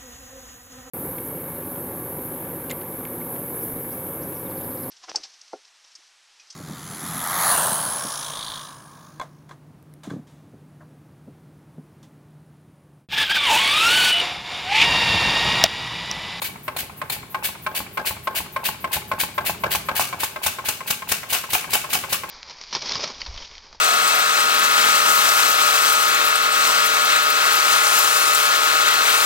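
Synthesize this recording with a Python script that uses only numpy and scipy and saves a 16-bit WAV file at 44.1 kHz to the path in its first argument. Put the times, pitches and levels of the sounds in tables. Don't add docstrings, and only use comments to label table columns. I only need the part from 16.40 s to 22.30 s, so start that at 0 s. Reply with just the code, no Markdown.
import sys
import numpy as np
from scipy import signal
from scipy.fft import rfft, irfft, next_fast_len
from scipy.io import wavfile
from scipy.ndimage import map_coordinates

SR = 44100
rng = np.random.default_rng(int(sys.argv[2]) if len(sys.argv) > 2 else 0)


def store_pcm(level_fs):
    pcm = np.round(np.clip(level_fs, -1, 1) * 32767).astype(np.int16)
    wavfile.write(sys.argv[1], SR, np.atleast_2d(pcm).T)


N = 260190
AGE = np.arange(SR // 2) / SR
FIRST_CLACK_S, SLOW_TO_FAST_S = 0.28, (3.56, 3.72)
LEAK_TURN, BOUNCE_TURN, TAP_TURN, OPEN_TURN = -0.145, 0.125, 0.248, 0.263
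PUFF_TURN, KNOCK_TURN, TICK_TURN = 0.303, 0.446, 0.638

# (time [s], rate [turns/s])
SPEED = [(0, 2.83), (0.3, 2.955), (0.78, 3.024), (2, 3.438), (3.3, 3.967), (4.2, 4.506), (5.6, 5.129),
         (5.9, 4.99)]
# (time [s], level [dB])
CLACK_LEVEL = [(0.28, -24.5), (0.61, -27.5), (1.05, -21.5), (1.87, -20.5), (2.16, -24), (2.7, -22),
               (3.1, -17), (3.49, -18), (3.73, -25.5), (4.19, -27.5), (4.41, -32.5), (5.24, -33),
               (5.5, -28)]
# (frequency [Hz], width [Hz], level [dB])
PORT_RESONANCES = [(910, 15, -15), (1070, 36, 7), (1560, 270, -21), (2244, 37, 1.5), (2670, 66, -6),
                   (2887, 130, -5), (3950, 85, -21.5)]
# (frequency [Hz], coherence [0-1])
BENCH_COHERENCE = [(60, 1), (250, 0.93), (800, 0.63), (3000, 0), (12000, 0)]
JET_COHERENCE = [(200, 0.84), (700, 0.9), (1500, 0.14), (4000, 0.3), (12000, 0.07)]


def amp(db):
    return 10 ** (np.asarray(db) / 20)


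def at(s, curve):
    return np.interp(s, *np.transpose(curve))


def along(points, hz):
    f, v = np.transpose(points)
    return np.interp(np.log(hz + 1), np.log(f), v)


def running(s, pair):
    return np.interp(s, SLOW_TO_FAST_S, pair)


def strokes(turn):
    t = np.arange(N) / SR
    angle = np.cumsum(at(t, SPEED)) / SR
    angle -= np.interp(FIRST_CLACK_S, t, angle) + turn
    return np.interp(np.arange(np.ceil(angle[0]), angle[-1]), angle, t)


def events(turn, levels):
    return [(s, at(s, levels)) for s in strokes(turn)]


def filtered(x, response):
    size = x.shape[-1]
    padded = next_fast_len(size + SR // 10)
    return irfft(rfft(x, padded) * response(np.fft.rfftfreq(padded, 1 / SR)), padded)[..., :size]


def wobble(rate):
    return map_coordinates(rng.standard_normal(int(N * rate / SR) + 4), [np.arange(N) * rate / SR])


def mid_side(coherence, hz):
    angle = np.arccos(np.clip(along(coherence, hz), -1, 1)) / 2
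    return np.array([np.cos(angle), np.sin(angle)])


def noise(spectrum, coherence, resonances=()):
    def response(hz):
        peaks = sum(amp(db) / (1 + (2 * (hz - centre) / width) ** 2) for centre, width, db in resonances)
        return amp(along(spectrum, hz)) * (1 + peaks) * mid_side(coherence, hz)
    mid, side = filtered(rng.standard_normal((2, N)), response)
    stereo = np.array([mid + side, mid - side])
    return stereo / np.sqrt(np.mean(stereo ** 2) + 1e-20)


def add(track, s, sound):
    part = track[..., max(round(s * SR), 0):][..., :sound.shape[-1]]
    part += sound[..., :part.shape[-1]]


def burst(rise, hold, t60):
    return (1 - np.exp(-(AGE / rise) ** 2)) * np.exp(-np.log(1000) * np.maximum(AGE - hold, 0) / t60)


def bursts(rows):
    power = np.zeros(N)
    for s, db, rise, hold, t60 in rows:
        add(power, s, (amp(db) * burst(rise, hold, t60)) ** 2)
    return np.sqrt(power)


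def ring(modes, hold, scatter_db, spread):
    out = np.zeros((2, len(AGE)))
    for (hz, db, t60), (size, left, right) in zip(modes, rng.standard_normal((len(modes), 3))):
        phase = 2 * np.pi * (hz * AGE + rng.random())
        offset = spread * hz / modes[-1][0] * np.array([[left], [right]])
        out += amp(db + scatter_db * size) * burst(0.0005, hold, t60) * np.sin(phase + offset)
    return out


def shaft():
    # (time [s], level [dB])
    rumble_level = [(0.1, -45), (1.08, -47.5), (2.52, -45.5), (3.48, -42.5), (3.85, -49.5), (4.31, -50.5),
                    (5.4, -48.3)]
    # (frequency [Hz], relative density [dB])
    rumble_spectrum = [(15, -45), (25, -24), (80, 1), (167, 3), (284, -6.5), (344, -9), (391, -3),
                       (420, -4.5), (550, -59), (920, -120)]
    rub_spectrum = [(200, -7.5), (450, -2.5), (800, -4), (1150, -6.5), (1900, -6.5), (2600, -8),
                    (4000, -14), (6000, -20), (10000, -13), (16000, -15.5)]
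    rumble_db = at(np.arange(N) / SR, rumble_level) + 1.5 * wobble(25)
    rumble = amp(rumble_db) * noise(rumble_spectrum, BENCH_COHERENCE)
    rub = amp(-47 + 1.1 * wobble(45)) * noise(rub_spectrum, BENCH_COHERENCE, PORT_RESONANCES[:2])
    return rumble + rub


def exhaust():
    # (time [s], level [dB])
    spits = [(0.016, -23.5), (0.362, -25.5), (0.6953, -22.5)]
    opening_level = [(0.7, -32), (1.03, -24), (1.95, -24), (2.3, -29.5), (3.55, -24), (3.8, -33)]
    puff_level = [(0.72, -25), (1.04, -22), (1.96, -22), (2.25, -19), (3.4, -19), (3.8, -23.5), (5.5, -26),
                  (5.7, -28)]
    drain_level = [(2.5, -56), (3.35, -38), (3.59, -22.5), (3.83, -37), (4.06, -29), (4.6, -31.5),
                   (4.93, -21), (5.53, -21), (5.72, -27.5)]
    # (frequency [Hz], relative density [dB])
    spit_spectrum = [(150, -17), (850, -5), (1600, -4.5), (2500, -3), (4300, -6.5), (5800, -17),
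                     (7000, -12.5), (10000, -7.5), (13000, -6), (16000, -4.5)]
    puff_spectrum = [(180, -52), (300, -14.5), (478, -15.5), (645, -7), (1340, -13.5), (1530, -2),
                     (1870, -5), (2280, -1.5), (3460, -4.5), (4440, -4), (5520, -11), (10900, -6),
                     (12500, -4.5), (13500, -2), (16000, -5.5)]
    blast_spectrum = [(120, -47), (200, -8), (328, -24), (387, -11), (659, -8), (851, -12.5), (950, -36),
                      (1080, -16), (1180, -3), (1590, -4), (1980, -5), (2750, -3), (4600, -5.5),
                      (15100, -6), (16000, -8)]
    rasp_spectrum = [(500, -28), (1200, -18), (1550, -4), (1900, -6.5), (2400, 4.5), (3400, -3),
                     (4600, -7.5), (5600, -11), (7500, -17), (16000, -2)]
    throat_spectrum = [(200, -11), (500, -5.5), (800, -14), (1150, 4), (1300, -5), (1550, 5), (1950, -17),
                       (2300, 1.5), (2800, 5.5), (3500, -14.5), (6000, -15.5), (16000, -3.5)]
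    # (frequency [Hz], width [Hz], level [dB])
    whistles = [(850, 130, 2), (2350, 130, 8), (3720, 140, 4), (4220, 190, 4), (6800, 320, 4),
                (8900, 300, 0), (11300, 350, 1)]
    puff_t60_s, rasp_over_puff_db = (0.17, 0.31), (-9, -19)
    full_blast_speed, blast_slope = 4.2, 27
    puffs, ends = events(PUFF_TURN, puff_level), strokes(KNOCK_TURN)
    blast_db = -15 - blast_slope * np.maximum(full_blast_speed - at(ends, SPEED), 0)
    spit = bursts([(s, db, .003, .009, .07) for s, db in spits])
    spit = spit * noise(spit_spectrum, JET_COHERENCE, whistles)
    opening = [(s - .002, db, .005, .018, .18) for s, db in events(OPEN_TURN, opening_level)]
    puff = [(s, db, .003, .016, running(s, puff_t60_s)) for s, db in puffs]
    blast = [(s - .002, db, .004, .009, .05) for s, db in zip(ends, blast_db)]
    drain = [(s, at(s, drain_level), .008, .02, .3) for s in ends]
    hiss = bursts(opening + puff) * noise(puff_spectrum, JET_COHERENCE, PORT_RESONANCES[2:])
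    hiss += bursts(blast + drain) * noise(blast_spectrum, JET_COHERENCE, PORT_RESONANCES)
    rasp = bursts([(s, db + running(s, rasp_over_puff_db), .002, .016, .08) for s, db in puffs])
    rasp = rasp * noise(rasp_spectrum, JET_COHERENCE)
    throat = bursts([(s + .0085, at(s, drain_level) + 1.5, .005, .014, .1) for s in ends])
    throat = throat * noise(throat_spectrum, JET_COHERENCE, PORT_RESONANCES)
    flutter = amp(1.8 * wobble(220))
    return flutter * (hiss + spit) + amp(3.9 * wobble(260)) * (rasp + throat)


def crank():
    # (frequency [Hz], level [dB], t60 [s])
    modes = [(330, -13.5, 0.016), (482, -24, 0.053), (593, -4.5, 0.023), (742.5, -9.5, 0.065),
             (852, -3.5, 0.094), (950, 2.5, 0.016), (1078, -3.5, 0.045), (1466, 0.5, 0.0096),
             (2600, -5.5, 0.034), (2880, -23, 0.055)]
    # (time [s], level [dB])
    knock_level = [(0.7, -34), (1.4, -25.5), (2, -24), (2.83, -19.5), (3.1, -16), (3.6, -15.5), (4.06, -19),
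                   (4.4, -25.5), (5.7, -25.5)]
    rebounds = [(4.949, -26.5), (5.152, -20.5), (5.354, -19), (5.552, -21)]
    # (frequency [Hz], relative density [dB])
    shudder_spectrum = [(30, -32), (55, -31), (80, 5), (120, -9), (170, -1), (300, -10.5),
                        (700, -25), (3000, -70)]
    bench_hz, plank_hz = 76, 736
    tap_db, thump_db = (-25, -30.5), (-35.5, -37)
    thump_share, usual_knock_db = 0.25, -22.5
    knocks = events(KNOCK_TURN, knock_level)
    thumps = [(s, running(s, thump_db) + thump_share * (db - usual_knock_db)) for s, db in knocks]
    out = np.zeros((2, N))
    for s in strokes(TAP_TURN):
        tap = ring(modes, hold=0.00042, scatter_db=3, spread=1.6) * burst(.0016, .0025, .04)
        add(out, s - .001, amp(running(s, tap_db)) * tap)
    for s, db in knocks + rebounds:
        add(out, s, amp(db) * ring(modes, hold=0.00028, scatter_db=1.5, spread=2.2))
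    for s, db in rebounds:
        add(out, s, amp(db - 2.5) * burst(.0025, .004, .08) * np.sin(2 * np.pi * plank_hz * AGE))
    for s, db in thumps:
        add(out, s - .005, amp(db) * burst(.0019, .0088, .053) * np.sin(2 * np.pi * bench_hz * AGE))
    shudder = bursts([(s - .008, db - 3, .006, .012, .14) for s, db in thumps])
    return out + shudder * noise(shudder_spectrum, BENCH_COHERENCE)


def linkage():
    # (frequency [Hz], relative density [dB])
    tick_spectrum = [(400, -16), (900, 6), (1300, 4.5), (1800, -6), (2300, 4), (3000, -17), (5000, -41),
                     (16000, -45)]
    rattle_spectrum = [(300, -3.5), (600, 1.5), (1000, 1), (1300, -3.5), (1600, 5.5), (1850, -12.5),
                       (2300, -10), (3200, -15), (5000, -20), (16000, -36)]
    tick_db, bounce_scatter_s = (-35.5, -51), 0.0045
    tick = bursts([(s, running(s, tick_db), .001, .006, .04) for s in strokes(TICK_TURN)])
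    rattle = bursts([(s + .0047, db - 17, .008, .025, .22) for s, db in events(0, CLACK_LEVEL)])
    rattle *= amp(5.2 * wobble(130))
    bounce = bursts([(s + bounce_scatter_s * rng.standard_normal(), db - 15, .001, .004, .03)
                     for s, db in events(BOUNCE_TURN, CLACK_LEVEL)])
    return (tick * noise(tick_spectrum, BENCH_COHERENCE)
            + np.hypot(rattle, bounce) * noise(rattle_spectrum, BENCH_COHERENCE))


def inlet():
    # (frequency [Hz], relative density [dB])
    leak_spectrum = [(2000, -32), (8000, -17), (10500, -6.5), (13000, 4.5), (16000, -2)]
    leak_db = (-39, -48)
    clacks = events(0, CLACK_LEVEL)
    swell = [(s - .008, running(s, leak_db), .012, .034, .12) for s in strokes(LEAK_TURN)]
    spurt = [(s, db - 17, .001, .004, .04) for s, db in clacks]
    seep = [(s, db - 29, .005, .07, .1) for s, db in clacks]
    return bursts(swell + spurt + seep) * noise(leak_spectrum, JET_COHERENCE)


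def valve():
    # (frequency [Hz], level [dB], t60 [s])
    modes = [(379, -23.5, 0.22), (529, -21.5, 0.12), (611.6, -10.5, 0.054), (861, -13, 0.28),
             (939, -10.5, 0.053), (1064.4, 1, 0.058), (1120, -15, 0.1), (1239, -12, 0.046),
             (1316, -10.5, .04), (1502, -8.5, 0.016), (1592, -9.5, 0.045), (2068, -14, 0.045),
             (2310, -11, 0.052), (2600, -19, .04)]
    # (frequency [Hz], relative density [dB])
    chatter_spectrum = [(150, -16), (350, -8), (600, 6.5), (1000, -0.5), (1550, 1.5), (1800, -12),
                        (2300, 1), (3000, -2.5), (5000, -12), (16000, -38)]
    click_spectrum = [(800, -8.5), (2200, 14), (3200, -1.5), (5000, -8), (6200, -21.5), (8400, -4),
                      (10300, -14), (12800, -14), (16000, -22)]
    click_db = (-26.5, -32)
    clacks = events(0, CLACK_LEVEL)
    block = np.zeros((2, N))
    for s, db in clacks:
        add(block, s - .001, amp(db) * ring(modes, hold=0.011, scatter_db=2, spread=1.58))
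    chatter = bursts([(s - .002, db - 6, .002, .009, .04) for s, db in clacks])
    click = bursts([(s - .001, running(s, click_db), .0008, .004, .04) for s, _ in clacks])
    return (block + chatter * noise(chatter_spectrum, BENCH_COHERENCE)
            + click * noise(click_spectrum, JET_COHERENCE))


def clutter(x, echo_db, count=8):
    delays_s = rng.uniform(.001, .012, (2, count))
    echoes = [sum(np.pad(channel, (round(delay * SR), 0))[:N] for delay in row)
              for channel, row in zip(x, delays_s)]
    return x + amp(echo_db) * filtered(np.array(echoes), lambda hz: hz ** 2 / (hz ** 2 + 2000 ** 2))


def garage(x):
    # (frequency [Hz], t60 [s])
    decay_times = [(150, 0.99), (1000, 0.61), (3000, 0.58), (7000, 0.53), (15000, 0.23)]
    out = np.zeros((2, N))
    size = SR // 5
    for start in range(0, N, size):
        hz, t, spectra = signal.stft(rng.standard_normal((2, len(AGE))), SR, nperseg=256)
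        decay = np.exp(-np.log(1000) * t / along(decay_times, hz)[:, None])
        spectra = spectra * decay * mid_side(BENCH_COHERENCE, hz[:, None])
        mid, side = signal.istft(spectra, SR)[1][:, :len(AGE)] * (1 - np.exp(-AGE / 0.0017))
        tail = np.array([mid + side, mid - side]) / np.linalg.norm(mid + side)
        add(out, start / SR, signal.fftconvolve(x[:, start:start + size], tail, axes=1))
    return out


def scene():
    # (frequency [Hz], left over right [dB])
    balance = [(100, -2.5), (400, -0.5), (700, -1.5), (1200, 2.5), (2400, 2), (4400, 3), (8000, 3.5),
               (14000, 1.5)]
    blows = valve() + linkage() + crank()
    jets = clutter(inlet() + exhaust(), echo_db=-18)
    mix = blows + jets + garage(amp(-13.5) * blows + amp(-10) * jets) + shaft()
    return filtered(mix, lambda hz: amp(np.outer([.5, -.5], along(balance, hz))))


def record(dry):
    ceiling, low_hz, top_hz = 0.9, 36, 16000
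    rounded = dry / (1 + (dry / ceiling) ** 4) ** (1 / 4)
    return filtered(rounded, lambda hz: hz ** 4 / (hz ** 4 + low_hz ** 4) * (hz < top_hz))


dry = scene()
out = record(dry)
store_pcm(out)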